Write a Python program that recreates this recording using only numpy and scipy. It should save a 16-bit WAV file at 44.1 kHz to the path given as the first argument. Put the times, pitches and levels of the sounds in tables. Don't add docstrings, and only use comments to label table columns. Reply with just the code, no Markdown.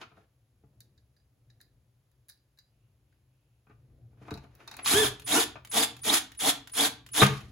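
import sys
import numpy as np
from scipy import signal
from scipy.fft import rfft, irfft, next_fast_len
from scipy.io import wavfile
from scipy.ndimage import uniform_filter1d

SR = 44100
rng = np.random.default_rng(int(sys.argv[2]) if len(sys.argv) > 2 else 0)


def convert_level_to_amplitude(level_db):
    exponent = np.asarray(level_db, float) / 20
    return 10 ** exponent


def waveform_to_disk(signal):
    frames = np.transpose(np.atleast_2d(signal))
    scaled = np.clip(frames, -1, 1) * 32767
    samples = np.round(scaled).astype(np.int16)
    wavfile.write(sys.argv[1], SR, samples)


N = 331191
TIME = np.arange(N) / SR


def unit(x):
    return x / np.sqrt(np.mean(x ** 2) + 1e-20)


def along(points, hz):
    f, v = np.transpose(points)
    return np.interp(np.log(hz + 1), np.log(f + 1), v)


def filtered(x, response):
    m = next_fast_len(N + SR // 8)
    return irfft(rfft(x, m) * response(np.fft.rfftfreq(m, 1 / SR)), m)[..., :N]


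def resonant(x, modes):
    def response(f):
        total = 0
        for k, (centre, width, db) in enumerate(modes):
            damping = 1j * f * width
            total = total + (-1) ** k * convert_level_to_amplitude(db) * damping / (centre * centre - f * f + damping)
        return total
    return filtered(x, response)


def noise(spectrum):
    m = next_fast_len(N)
    re, im = rng.standard_normal((2, m // 2 + 1))
    colour = convert_level_to_amplitude(along(spectrum, np.fft.rfftfreq(m, 1 / SR)))
    return unit(irfft((re + 1j * im) * colour, m)[:N])


def wobble(rate):
    knots = np.arange(int(N * rate / SR) + 2)
    return 1.2 * np.interp(TIME * rate, knots, rng.standard_normal(len(knots)))


def add(track, s, sound):
    part = track[round(s * SR):][:len(sound)]
    part += sound[:len(part)]


def ring(modes, t, rise):
    total = 0
    for k, (hz, db, t60) in enumerate(modes):
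        level = db + rng.normal(0, 1.7) - 60 * t / t60
        total = total + (-1) ** k * convert_level_to_amplitude(level) * np.sin(2 * np.pi * hz * t)
    return (1 - np.exp(-t / rise)) * total


def strokes(rows, rise, fall):
    gain = 0
    for s, held, db in rows:
        early = np.clip(s - TIME, 0, None)
        late = np.clip(TIME - s - held, 0, None)
        gain = gain + convert_level_to_amplitude(db - rise * early - fall * late)
    return gain


def background():
    # f/Hz, level per Hz/dB
    drone = [(12, -79), (20, -39), (45, -9), (68, -2.5), (91, -8), (124, 4.5), (156, -15.5), (376, -20.5),
             (406, -24.5), (496, -24), (800, -34), (1040, -79), (1760, -120)]
    # f/Hz, level per Hz/dB
    hiss = [(300, -40), (500, -4.5), (1600, -11.5), (3100, -13), (6000, -16.5), (8500, -15.5), (11000, -14),
            (14000, -16.5), (16500, -22.5)]
    # middle t/s, level/dB, half length/s
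    swells = [(.02, -70, .1), (.9, -68.5, .25), (1.6, -71, .3), (3.0, -72.5, 0.22), (4.37, -62, .15),
              (5.043, -52.5, .09), (5.3, -59.5, .2), (6.05, -61, 0.2), (7.5, -49.5, .22)]
    hum_db, lean_s, lean_db, hiss_db = -72.5, 3.74, -63.5, -83.5
    leaning = np.clip((TIME - lean_s) / 0.14 + .5, 0, 1)
    power = convert_level_to_amplitude(2 * hum_db) + convert_level_to_amplitude(2 * lean_db) * leaning
    for s, db, half in swells:
        power = power + convert_level_to_amplitude(2 * db) * np.exp(-((TIME - s) / half) ** 2)
    uneven_db = 1.5 * wobble(8)
    return np.sqrt(power) * convert_level_to_amplitude(3 + uneven_db) * noise(drone) + convert_level_to_amplitude(hiss_db + 2.5) * noise(hiss)


def scuffing():
    # t/s, held/s, level/dB
    scuffs = [(0.001, 0.01, -52), (.1, .11, -68.5), (3.7, .42, -82.5), (4.2, 0.078, -61),
              (4.28, 0.16, -59.5), (4.46, .13, -69), (4.605, .07, -62.5), (4.68, .09, -55.5),
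              (4.775, 0.053, -52.5)]
    # f/Hz, level per Hz/dB
    grit = [(120, -44), (200, -15.5), (347, -5.5), (440, -10.5), (1740, -15), (4950, -27), (8580, -34.5),
            (11300, -33.5), (16000, -47.5)]
    return strokes(scuffs, 600, 400) * convert_level_to_amplitude(-1.5) * unit(convert_level_to_amplitude(3.8 * wobble(70)) * noise(grit))


def bench():
    # t/s, peak level/dB, boom level/dB, centre f/Hz
    knocks = [(0.013, -37, -25, 2980), (0.0145, -42.5, -21, 950), (0.026, -40.5, -27, 2500),
              (0.115, -56.5, -1, 1010), (0.17, -51.5, -2, 694), (0.198, -65, 2, 735),
              (0.636, -70.5, 19, 1170), (3.668, -59.5, -3, 1290), (3.696, -58.5, 6, 1200),
              (3.708, -58, 3, 1480), (3.899, -75, 8, 1500), (4.129, -67, 9.5, 993), (4.173, -63, 1, 1220),
              (4.214, -55, 10.5, 1020), (4.252, -53, 3.5, 1700), (4.281, -37, -7.5, 905),
              (4.314, -38.5, 10.5, 853), (4.352, -48, -23, 845), (4.437, -49.5, 3, 754),
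              (4.602, -49.5, -23, 2000), (4.789, -31, -17, 2150), (4.859, -20, -25, 2500),
              (4.934, -26, 2, 1500), (5.556, -36, -12.5, 1300), (7.216, -10, -1, 1600),
              (7.2205, -9, -16, 1290), (7.225, -7.5, -7.5, 1290), (7.2305, -5.5, -12, 1220),
              (7.249, -31, -2.5, 875)]
    # f/Hz, level/dB, t60/s
    bench_modes = [(78, -3.5, .15), (98.3, -1.5, 0.19), (134, -2, 0.24), (199.1, -2, 0.2), (293.4, 1, 0.1),
                   (432, 2, 0.075), (695, -10, 0.1), (846, -11.5, 0.1)]
    # f/Hz, width/Hz, level/dB
    boards = [(680, 82, -4.5), (1230, 125, 1.5), (1488, 108, -4.5), (2474, 220, 2)]
    loose_t60, tight_t60, tight_db = .1, .03, -31
    clacks, booms, t = np.zeros(N), np.zeros(N), np.arange(SR // 2) / SR
    for s, db, boom_db, hz in knocks:
        t60 = tight_t60 + (loose_t60 - tight_t60) / (1 + convert_level_to_amplitude(2 * (db - tight_db)))
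        band = signal.butter(2, [hz / 2.7, hz * 1.46], "bandpass", fs=SR)
        burst = unit(signal.lfilter(*band, rng.standard_normal(len(t))))
        add(clacks, s, burst * convert_level_to_amplitude(db - 4.5 - 60 * t / max(t60, .01)))
        add(booms, s, convert_level_to_amplitude(db + boom_db - 7.5) * ring(bench_modes, t, 0.0017))
    return convert_level_to_amplitude(-4.5) * clacks + convert_level_to_amplitude(6.5) * resonant(clacks, boards) + booms


def screw():
    # t/s, peak level/dB, click level/dB, chuck level/dB, screw ring level/dB
    ticks = [(0.805, -45, -8.5, -16.5, -28), (0.9772, -55.5, -25, -15, -27), (1.1648, -66, -14, -8, -7),
             (1.1994, -74, -19, -3, -9), (1.5005, -53.5, -26, -9.5, -27), (1.6032, -53.5, -22, -4, -21),
             (1.6127, -48.5, -9, -14.5, -19), (2.1154, -74, -1, -8, -16), (2.2850, -53, -5.5, -12, -20),
             (2.2905, -48, -7, -13, -9), (2.2972, -45, -5, -9.5, -10), (2.3192, -53, -21.5, -30, -14),
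             (2.3744, -66, -18.5, -18, -13), (2.5744, -61, -18.5, -12, -23), (2.5866, -47, -15, -12.5, -17),
             (3.1244, -74.5, -10, 7.5, -14)]
    # t/s, peak level/dB, click level/dB, chuck level/dB
    hunting = [
        (3.696, -69, -25, 11),
        (4.3075, -36.5, -20, -2.5),
        (4.3395, -38, -18, -13),
        (4.3744, -42.5, -24, -5),
        (4.5516, -58, -1, -5),
        (4.6763, -33, -21, -6),
        (4.7132, -34.5, -21.5, -9.5),
        (4.7401, -39.5, -19, -3.5),
        (4.7676, -42, -4, -2),
        (4.8589, -17.5, -23, -10),
    ]
    # f/Hz, level/dB, t60/s
    steel = [(4000, -11, .12), (4700, -4, 0.076), (4850, 6, 0.14)]
    # f/Hz, width/Hz, level/dB
    long_bit = [(3806, 225, 2), (4370, 850, -3), (6040, 300, -7.5), (7180, 770, -13.5)]
    # f/Hz, width/Hz, level/dB
    free_chuck = [(1690, 165, 4.5), (2500, 170, -16)]
    # f/Hz, width/Hz, level/dB
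    seated_chuck = [(868, 92, 1), (1560, 320, -2), (2550, 200, -1.5)]
    # f/Hz, width/Hz, level/dB
    bare_contact = [(11000, 7000, 5)]
    out, bit, chuck, seat, clicks = np.zeros((5, N))
    t = np.arange(SR // 5) / SR
    for holder, rows in ((chuck, ticks), (seat, hunting)):
        for s, db, click_db, chuck_db, *ring_db in rows:
            contact = convert_level_to_amplitude(db - 60 * t / 0.044) * rng.standard_normal(len(t))
            add(bit, s, convert_level_to_amplitude(6.5) * contact)
            add(holder, s, convert_level_to_amplitude(chuck_db + 13) * contact)
            click_decay = convert_level_to_amplitude(db + click_db + 7.5 - 60 * t / 0.014)
            add(clicks, s, click_decay * rng.standard_normal(len(t)))
            for level in ring_db:
                add(out, s, convert_level_to_amplitude(db) * convert_level_to_amplitude(level - 2) * ring(steel, t, .0005))
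    shaken = resonant(bit, long_bit) + resonant(chuck, free_chuck) + resonant(seat, seated_chuck)
    return out + shaken + resonant(clicks, bare_contact)


def sleeve():
    # t/s, held/s, level/dB
    rustles = [
        (2.745, .155, -89),
        (3.1, .08, -90),
        (3.32, 0.26, -89),
    ]
    cloth = unit(resonant(rng.standard_normal(N), [(2650, 450, 0.1)]))
    return strokes(rustles, 200, 300) * cloth


def drill():
    # start t/s, standstill t/s, top shaft f/Hz, time until the thread frees the shaft/s
    pulls = [
        (4.845, 5.097, 447, 0),
        (5.263, 5.443, 405, .001),
        (5.714, 5.86, 360, .008),
        (6.034, 6.195, 355, .005),
        (6.391, 6.524, 330, .005),
        (6.736, 6.886, 325, .009),
        (7.134, 7.255, 275, .005),
    ]
    # push level/dB, bite of the thread level/dB
    effort = [
        (-.8, -7),
        (-0.86, -1.5),
        (0.15, 0.3),
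        (-0.9, -.6),
        (-.4, 0.3),
        (.1, .4),
        (2.3, 0.7),
    ]
    # f/Hz, width/Hz, level/dB
    housing = [(430, 76, 7), (1500, 830, 4.5), (3330, 400, 10.5), (5870, 2300, -2)]
    # f/Hz, width/Hz, level/dB
    gearbox = [(3390, 360, 2.1), (5400, 2200, -9)]
    # f/Hz, level per Hz/dB
    rush_colour = [(500, -48), (900, -11), (1700, -8.5), (2500, -8.5), (3350, -15), (4300, -10),
                   (5800, -10.5), (8000, -5.5), (9000, -1), (10000, -7), (12000, -12), (14000, -15),
                   (15700, -20), (16500, -65)]
    # f/Hz, level per Hz/dB
    growl_colour = [(24, -46), (40, -31.5), (182, -16), (301, 0), (366, -21.5), (460, -1), (503, -24.5),
                    (661, -5), (882, -7.5), (1500, -21.5), (1950, -27), (3300, -120)]
    spin_up, brake = 3900, 6700
    poles, teeth, chopper_hz = 4, 16, 9896
    rush_db, growl_db, unbalance_db, whine_db, mesh_db = -22.3, -28.5, -31, -36, -29
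    shaft_hz, levels, live = np.zeros(N), np.zeros((5, N)), np.zeros(N)
    for (start, still, top_hz, stuck), (push, bite) in zip(pulls, effort):
        db = [rush_db + push, growl_db + bite, unbalance_db,
              whine_db + 0.0193 * (top_hz - 345),
              mesh_db + 1.3 * push]
        free = np.clip(spin_up * (TIME - start - stuck) / top_hz, 0, None)
        braked = np.clip(brake * (still - TIME), 0, None)
        run_up = (free + 1e-3) ** -7
        run_down = (braked / top_hz + 1e-3) ** -7 / 1.6
        speed = top_hz * (run_up + 1 + run_down) ** (-1 / 7) * (TIME > start) * (TIME < still)
        shaft_hz += speed
        levels += convert_level_to_amplitude(np.array(db))[:, None] * (speed > 0)
        live += (TIME > start - .015) * (braked > top_hz)
    rush_gain, growl_gain, unbalance_gain, whine_gain, mesh_gain = levels
    turn = 2 * np.pi * np.cumsum(shaft_hz * (1 + 0.004 * wobble(120))) / SR
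    pace = shaft_hz / 350

    def tone(order):
        return convert_level_to_amplitude(2.5 * wobble(70)) * np.sin(order * turn + .06 * order * wobble(250))

    unbalance = unbalance_gain * pace * tone(1)
    pole_tones = tone(poles) + convert_level_to_amplitude(-1.5) * tone(2 * poles)
    whine = unbalance + whine_gain * pace ** 2.04 * pole_tones
    uneven = convert_level_to_amplitude(4 * wobble(130)) * np.sin(teeth * turn + .92 * wobble(500))
    mesh = resonant(mesh_gain * np.clip(pace - .3, 0, .3) * uneven, gearbox)
    rattle = convert_level_to_amplitude(0.92 * wobble(500) + 2.3 * wobble(50)) * (1 + 0.17 * np.cos(turn))
    rush = rush_gain * (0.13 + np.tanh(1.26 * pace)) * unit(rattle * noise(rush_colour))
    gear_ring = unit(resonant(rattle * rng.standard_normal(N), gearbox[:1]))
    singing = convert_level_to_amplitude(-9) * rush_gain * np.tanh(4 * pace) * gear_ring
    growl = growl_gain * pace ** 1.075 * unit(convert_level_to_amplitude(2.64 * wobble(40)) * noise(growl_colour))
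    chopper = convert_level_to_amplitude(-38.5) * uniform_filter1d(live, size=400) * np.sin(2 * np.pi * chopper_hz * TIME)
    return resonant(whine, housing) + convert_level_to_amplitude(2 * 6.73) * mesh + rush + singing + growl + chopper


def trigger():
    # t/s, peak level/dB, lag until the switch snaps back/s
    releases = [
        (5.197, -36.5, .0233),
        (5.649, -36.5, .0232),
        (5.966, -39, .0261),
        (6.3185, -40.5, .0305),
        (6.6733, -36.5, .0235),
        (7.0637, -39, .0251),
        (7.3694, -44, .04),
    ]
    # f/Hz, level per Hz/dB
    plastic = [(400, -22), (1000, -2.5), (3200, 1.5), (5500, -7), (7000, -4.5), (9000, -4.5), (11000, -7),
               (14000, -6.5), (16700, -20)]
    snap_db = -5.5
    shape, t = np.zeros(N), np.arange(SR // 20) / SR
    for s, db, lag in releases:
        add(shape, s, convert_level_to_amplitude(db - 4.5 - 60 * t / 0.034))
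        add(shape, s + lag, convert_level_to_amplitude(db + snap_db - 5 - 60 * t / .03))
    return shape * noise(plastic)


def jolt():
    # t/s, rattle level/dB, lingering rattle level/dB, boom level/dB
    kick = (7.2238, -20.5, -39, -21)
    # f/Hz, level per Hz/dB
    parts = [(300, -28), (1200, -1), (3200, -1), (6000, -8), (11000, -12), (16000, -25)]
    s, rattle_db, linger_db, boom_db = kick
    t = np.clip(TIME - s, 0, None)
    dying = convert_level_to_amplitude(rattle_db - 60 * t / 0.19) + convert_level_to_amplitude(linger_db - 60 * t / .6)
    rattle = dying * unit(convert_level_to_amplitude(3.8 * wobble(90)) * noise(parts))
    swing = convert_level_to_amplitude(boom_db - 60 * t / 0.37) * (1 - np.exp(-t / .012)) * np.sin(2 * np.pi * 133 * t)
    shelf = convert_level_to_amplitude(-50.5 - 60 * t / 1.8) * np.sin(2 * np.pi * 203 * t)
    return (TIME > s) * (rattle + swing + shelf)


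def garage(x):
    # f/Hz, t60/s
    decay = [(150, 0.49), (430, 0.3), (1000, 0.34), (4000, 0.31), (10000, 0.19)]
    out, step = np.zeros((2, N + SR)), SR // 3
    for i in range(0, N, step):
        hz, t, z = signal.stft(rng.standard_normal((2, SR // 2)), SR, nperseg=256)
        fading = convert_level_to_amplitude(-60 * t / along(decay, hz)[:, None])
        tail = signal.istft(z * fading, SR, nperseg=256)[1]
        echo = signal.fftconvolve(x[None, i:i + step], tail / np.linalg.norm(tail[0]), axes=1)
        out[:, i + 200:i + 200 + echo.shape[1]] += echo
    return out[:, :N]


def scene():
    near = drill() + screw() + trigger() + bench() + jolt() + scuffing() + sleeve()
    facets = rng.standard_normal(1500) * convert_level_to_amplitude(-60 * TIME[:1500] / .05)
    scattered = signal.oaconvolve(near, facets / np.linalg.norm(facets))[:N]
    return [near, scattered] + convert_level_to_amplitude(-9) * garage(near) + [background(), background()]


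def low_pass(x):
    return signal.sosfilt(signal.butter(12, 16810, fs=SR, output="sos"), x)


def record(dry):
    # f/Hz, coherence 0-1
    alike = [(40, .93), (100, .995), (200, .99), (350, .85), (700, .5), (1500, .5), (3000, .3), (5500, .2),
             (6500, .65), (8000, .96), (16000, .98)]
    # f/Hz, level/dB
    tilt = [(60, 2.5), (110, 1.5), (200, 1.5), (380, 0.5), (700, 4), (1290, 2), (2380, 0), (4400, -2.5),
            (8120, 0), (15000, 0.5)]
    slip_from_hz, slip_cycle_hz = 6200, 4850

    def sharing(hz):
        angle = np.arccos(np.clip(along(alike, hz), 0, .995)) / 2
        return np.array([np.cos(angle), np.sin(angle)])

    def channel_responses(hz):
        half_turns = np.pi * np.clip(hz - slip_from_hz, 0, None) / slip_cycle_hz
        slip = half_turns - .17 * np.sin(4 * half_turns)
        left = convert_level_to_amplitude(along(tilt, hz) / 2) * np.exp(-1j * slip)
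        return np.array([left, 1 / left]) * (hz < 16000)

    shared, differ = filtered(dry, sharing)
    channels = filtered(np.array([shared + differ, shared - differ]), channel_responses)
    return low_pass(channels)


dry = scene()
out = record(dry)
waveform_to_disk(out)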